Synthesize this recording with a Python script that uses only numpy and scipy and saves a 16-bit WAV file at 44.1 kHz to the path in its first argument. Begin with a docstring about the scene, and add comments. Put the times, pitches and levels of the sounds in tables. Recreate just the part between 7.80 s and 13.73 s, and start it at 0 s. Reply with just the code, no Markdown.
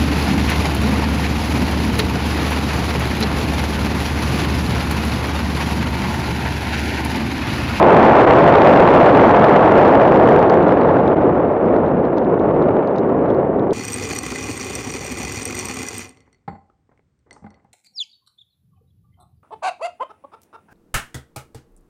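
"""A camera on the roof of a car driving fast along a snow track and easing off into a curve.
At first a full-speed roar: bands of noise, shaped like eddies, overload the microphone port. Fine snow
dust ticks throughout, and a thin hiss of noise rides along. At about half a second the wind dips briefly.
As the airspeed falls, the roar sinks in pitch, is less overloaded, and the hiss fades sooner. From about 2.6 s
louder ticks ring out as short crumbling noises: snow grains on the housing, and at 4.824 s a crackle of the
overloaded microphone, made in the same way. The car itself is not sounded."""
import sys
import numpy as np
from scipy import signal
from scipy.fft import rfft, irfft, next_fast_len
from scipy.io import wavfile
from scipy.ndimage import uniform_filter1d

SR = 44100
rng = np.random.default_rng(int(sys.argv[2]) if len(sys.argv) > 2 else 0)


def master_out(mix):
    """Clip the mix to full scale and print it as 16-bit PCM to the path in sys.argv[1]."""
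    frames = np.transpose(np.atleast_2d(mix))
    ceiling = np.clip(frames, -1, 1)
    pcm = np.round(ceiling * 32767).astype(np.int16)
    wavfile.write(sys.argv[1], SR, pcm)


N = 261513
TIME = np.arange(N) / SR  # seconds

# the car holds its speed, then eases off into the curve: t/s, airspeed/share of full speed
AIRSPEED = [(0, 1), (.25, 1.03), (1.4, 1.001), (2.0, .96), (2.6, 0.87), (3.15, 0.82), (3.6, 0.75),
            (4.5, 0.69), (5.0, 0.72), (5.93, .63)]
# gusts press the stream onto the port (+) or leave it in the lee (-): t/s, length/s, level/dB
GUSTS = [(2.5, 0.11, 2.2), (3.62, .04, -2.1), (3.78, .045, -3), (3.97, 0.17, 1.1), (4.28, 0.055, -1.2),
         (4.82, .1, 2), (5.11, 0.14, -3)]
# the stream lifts off the port for an instant: t/s, length/s, level/dB
LULLS = [(0.459, 0.0044, -15.5), (3.353, 0.0048, -16)]
# eddy spectrum at full speed, only its shape matters: f/Hz, level/dB per Hz
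EDDY_SPECTRUM = [(32, -28.5), (62, -4), (130, -1), (250, 0), (620, 1.5), (850, -2.5), (1200, -11),
                 (1700, -19), (2400, -29), (3500, -39.5), (5500, -57), (9000, -72.5)]
# short ticks: snow grains on the housing, and at 4.824 s a crackle of the overloaded microphone;
# before the common tick boost: t/s, peak level/dB
LOUD_TICKS = [(2.5905, -30), (2.6975, -23.5), (2.8823, -32), (3.277, -32), (3.9629, -38), (4.3814, -29.5),
              (4.824, -36), (5.074, -35.5), (5.1607, -35), (5.1834, -29.5), (5.5019, -36), (5.7945, -40),
              (5.908, -34)]
# rings of the housing, before each tick detunes and weights them: f/Hz, level/dB, time to fall 60 dB/s
HOUSING_RINGS = [(3160, -4.5, 0.0097), (3750, 6.5, 0.0041), (4140, -2.5, 0.0072), (4870, -5.5, 0.011),
                 (6000, -3, 0.0073), (7300, -10.5, .005)]
# hiss of the air past the housing, only its shape matters: f/Hz, level/dB per Hz
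HISS_SPECTRUM = [(1000, -14.5), (2500, -2.5), (4000, -6), (6000, -14), (8500, -23), (12000, -33.5)]
# colour of the microphone behind its port: f/Hz, level/dB
PORT_COLOUR = [(100, -1.5), (1000, 1), (2200, 0), (3200, -1.5), (5000, -6.5), (8000, -9.5), (12000, -16.5)]

# buffeting pressure at full speed, before the port rounds it off, and the power of airspeed it follows
FULL_SPEED_DB, PRESSURE_POWER = -6, 2.58
# a gust brings larger, lower eddies; the lee leaves small, higher ones
GUST_OCTAVES_PER_DB = 0.03
# a tick at full speed rings most near TICK_HZ; at slower airspeed it sounds lower, by this power
TICK_HZ, TICK_PITCH_POWER = 5000, 0.6
TOP_HZ = 12400  # nearly nothing is heard above this


def undb(db):
    """Turn decibels into a gain."""
    return 10 ** (np.asarray(db) / 20)


def unit(x):
    """Scale to an rms (average strength) of 1."""
    return x / np.sqrt(np.mean(x ** 2))


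def spectrum_db(points, hz):
    """Read a level off (Hz, dB) points, with frequency on a log scale as the ear hears it."""
    f, db = np.transpose(points)
    return np.interp(np.log(np.maximum(hz, 1)), np.log(f), db)


def walk(rate):
    """Smooth random wander of rms 1, with about `rate` changes a second."""
    hold = max(int(SR / rate), 2)
    steps = rng.standard_normal(N)[np.arange(N) // hold]
    return unit(uniform_filter1d(uniform_filter1d(steps, hold), hold))


def noise_bands(count=26):
    """Overlapping third-octave bands of noise, equal in power per Hz: (centre Hz, sound)."""
    size = next_fast_len(N, real=True)
    octaves = np.log2(np.maximum(np.fft.rfftfreq(size, 1 / SR), 1))
    for hz in 32 * 2 ** (np.arange(count) / 3):
        distance = np.clip(3 * (octaves - np.log2(hz)), -1, 1)
        window = np.cos(np.pi / 2 * distance)
        yield hz, irfft(window * rfft(rng.standard_normal(size)))[:N]


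def colour(x, points):
    """Filter to the given (Hz, dB) shape, with no sound ahead of its cause."""
    size = 512
    cepstrum = irfft(np.log(undb(spectrum_db(points, np.fft.rfftfreq(size, 1 / SR)))))
    # folding the cepstrum (spectrum of the log spectrum) puts the whole response after time zero
    fold = np.r_[1, np.full(size // 2 - 1, 2), 1, np.zeros(size // 2 - 1)]
    response = irfft(np.exp(rfft(cepstrum * fold)))
    return signal.fftconvolve(x, response)[:N]


def airspeed(s):
    """Airspeed at the given times, as a share of full speed."""
    return np.interp(s, *np.transpose(AIRSPEED))


def swells(rows):
    """Level in dB of bell-shaped swells and dips, from (s, length s, dB) rows."""
    return sum(db * np.exp(-((TIME - at) / length) ** 2) for at, length, db in rows)


def buffeting(pressure_db, speed, flutter_db=0.5, flutter_rate=150, swerve=0.029, swerve_rate=200,
              burst_db=3.5, burst_rate=420, fine_hz=1600, vent_hz=140, wake_hz=260, wake_growth=0.42):
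    """Eddies sweep over the port: faster air raises their pitch, and the small ones arrive in bursts."""
    # the local airspeed swerves from moment to moment, and pitch and pressure go with it
    local = np.exp(swerve * walk(swerve_rate))
    bursts = burst_db * walk(burst_rate)
    # the large eddies of the wake grow faster than the rest when the stream hits hard
    wake_db = wake_growth * (pressure_db - pressure_db.mean())
    roar, power = 0, 0
    for hz, band in noise_bands():
        fine = hz / (hz + fine_hz)  # share of the bursts, from 0 (low) towards 1 (high)
        large = np.exp(-(hz / wake_hz) ** 2)
        eddy_db = spectrum_db(EDDY_SPECTRUM, hz / (speed * local)) + large * wake_db
        # slow pressure changes leak away through the capsule's vent
        vent = hz / np.hypot(hz, vent_hz)
        gain = undb(eddy_db) * vent
        roar = roar + band * gain * undb(fine * bursts)
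        power = power + hz * gain ** 2
    # the whole stream flutters as it tears off the housing
    flutter = undb(flutter_db * walk(flutter_rate))
    # dividing by the summed power leaves the loudness to pressure_db
    return unit(roar / np.sqrt(power) * local * flutter) * undb(pressure_db)


def overload(x, bias=-0.045):
    """The port passes small pressures cleanly and rounds large ones off, one side sooner than the other."""
    linear, ceiling = 0.34, 0.635
    pushed = x + bias
    clean, room = np.clip(pushed, -linear, linear), ceiling - linear
    return clean + room * np.tanh((pushed - clean) / room) - bias


def tick(centre_hz, focus=1.2, detune=0.019, crumble_s=0.00035):
    """A crumbling noise of a millisecond or two sets off the housing's rings, most near centre_hz; peak 1."""
    t = np.arange(SR // 40) / SR
    hz, db, t60 = np.transpose(HOUSING_RINGS)[:, :, None]
    hz = hz * (1 + detune * rng.standard_normal(hz.shape))
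    weight = undb(db) * np.exp(-focus * np.abs(np.log2(hz / centre_hz)))
    rings = np.exp(-np.log(1000) * t / t60) * np.sin(2 * np.pi * hz * t)
    crumble = rng.standard_normal(rings.shape) * t * np.exp(-t / crumble_s)
    rings = signal.fftconvolve(rings, crumble, axes=1)[:, :len(t)]
    sound = (weight * rings / np.abs(rings).max(axis=1, keepdims=True)).sum(axis=0)
    # no sharp top, as from soft snow
    sound = signal.sosfilt(signal.butter(6, 7500, fs=SR, output="sos"), sound)
    return sound / np.abs(sound).max()


def ticks(boost_db=5, dust_db=-25, dust_range_db=22, dust_speed_power=4.0,
          after_db=-15, after_s=0.013, count=160):
    """Grains and the crackle, a weaker tick after each, and snow dust: mostly small, louder at speed."""
    # after a grain, the weaker tick is a chip of it that bounces
    after = [(s + after_s * rng.uniform(0.3, 1), db + after_db) for s, db in LOUD_TICKS]
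    dust = []
    for s, small in rng.random((count, 2)) * [N / SR, 1]:
        speed_db = dust_speed_power * 20 * np.log10(airspeed(s))
        dust.append((s, dust_db - dust_range_db * np.sqrt(small) + speed_db))
    out = np.zeros(N + SR)  # a spare second leaves room for the last rings
    for s, peak_db in list(LOUD_TICKS) + after + dust:
        sound = tick(TICK_HZ * airspeed(s) ** TICK_PITCH_POWER)
        start = int(s * SR)
        out[start:start + len(sound)] += sound * undb(peak_db + boost_db)
    return out[:N]


def hiss(pressure_db, speed, hiss_db=-29, growth=1.94, speed_power=2.6, flicker_db=3.0, flicker_rate=350):
    """Fine hiss that needs fast air: it dies away much sooner than the roar."""
    noise = unit(colour(rng.standard_normal(N), HISS_SPECTRUM))
    level_db = hiss_db + growth * pressure_db + flicker_db * walk(flicker_rate)
    return noise * speed ** speed_power * undb(level_db)


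def scene():
    """Airspeed and gusts set the pressure and pitch of the roar and the level of the hiss; ticks come through."""
    speed, gust_db, lull = airspeed(TIME), swells(GUSTS), undb(swells(LULLS))
    pressure_db = FULL_SPEED_DB + PRESSURE_POWER * 20 * np.log10(speed) + gust_db
    eddy_speed = speed * 2 ** (-GUST_OCTAVES_PER_DB * gust_db)
    roar = overload(buffeting(pressure_db, eddy_speed) * lull)
    return (roar + ticks() + hiss(pressure_db, speed) * lull)[None]


def record(dry):
    """The microphone dulls the top; its coupling tilts flattened crests, and the recorder clips overshoots."""
    sound = colour(dry[0], PORT_COLOUR)
    sound = signal.sosfilt(signal.butter(1, 32, "high", fs=SR, output="sos"), sound)
    sound = np.clip(sound, -0.74, 0.74)
    return signal.sosfilt(signal.ellip(8, 0.2, 70, TOP_HZ, fs=SR, output="sos"), sound)[None]


dry = scene()
out = record(dry)
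master_out(out)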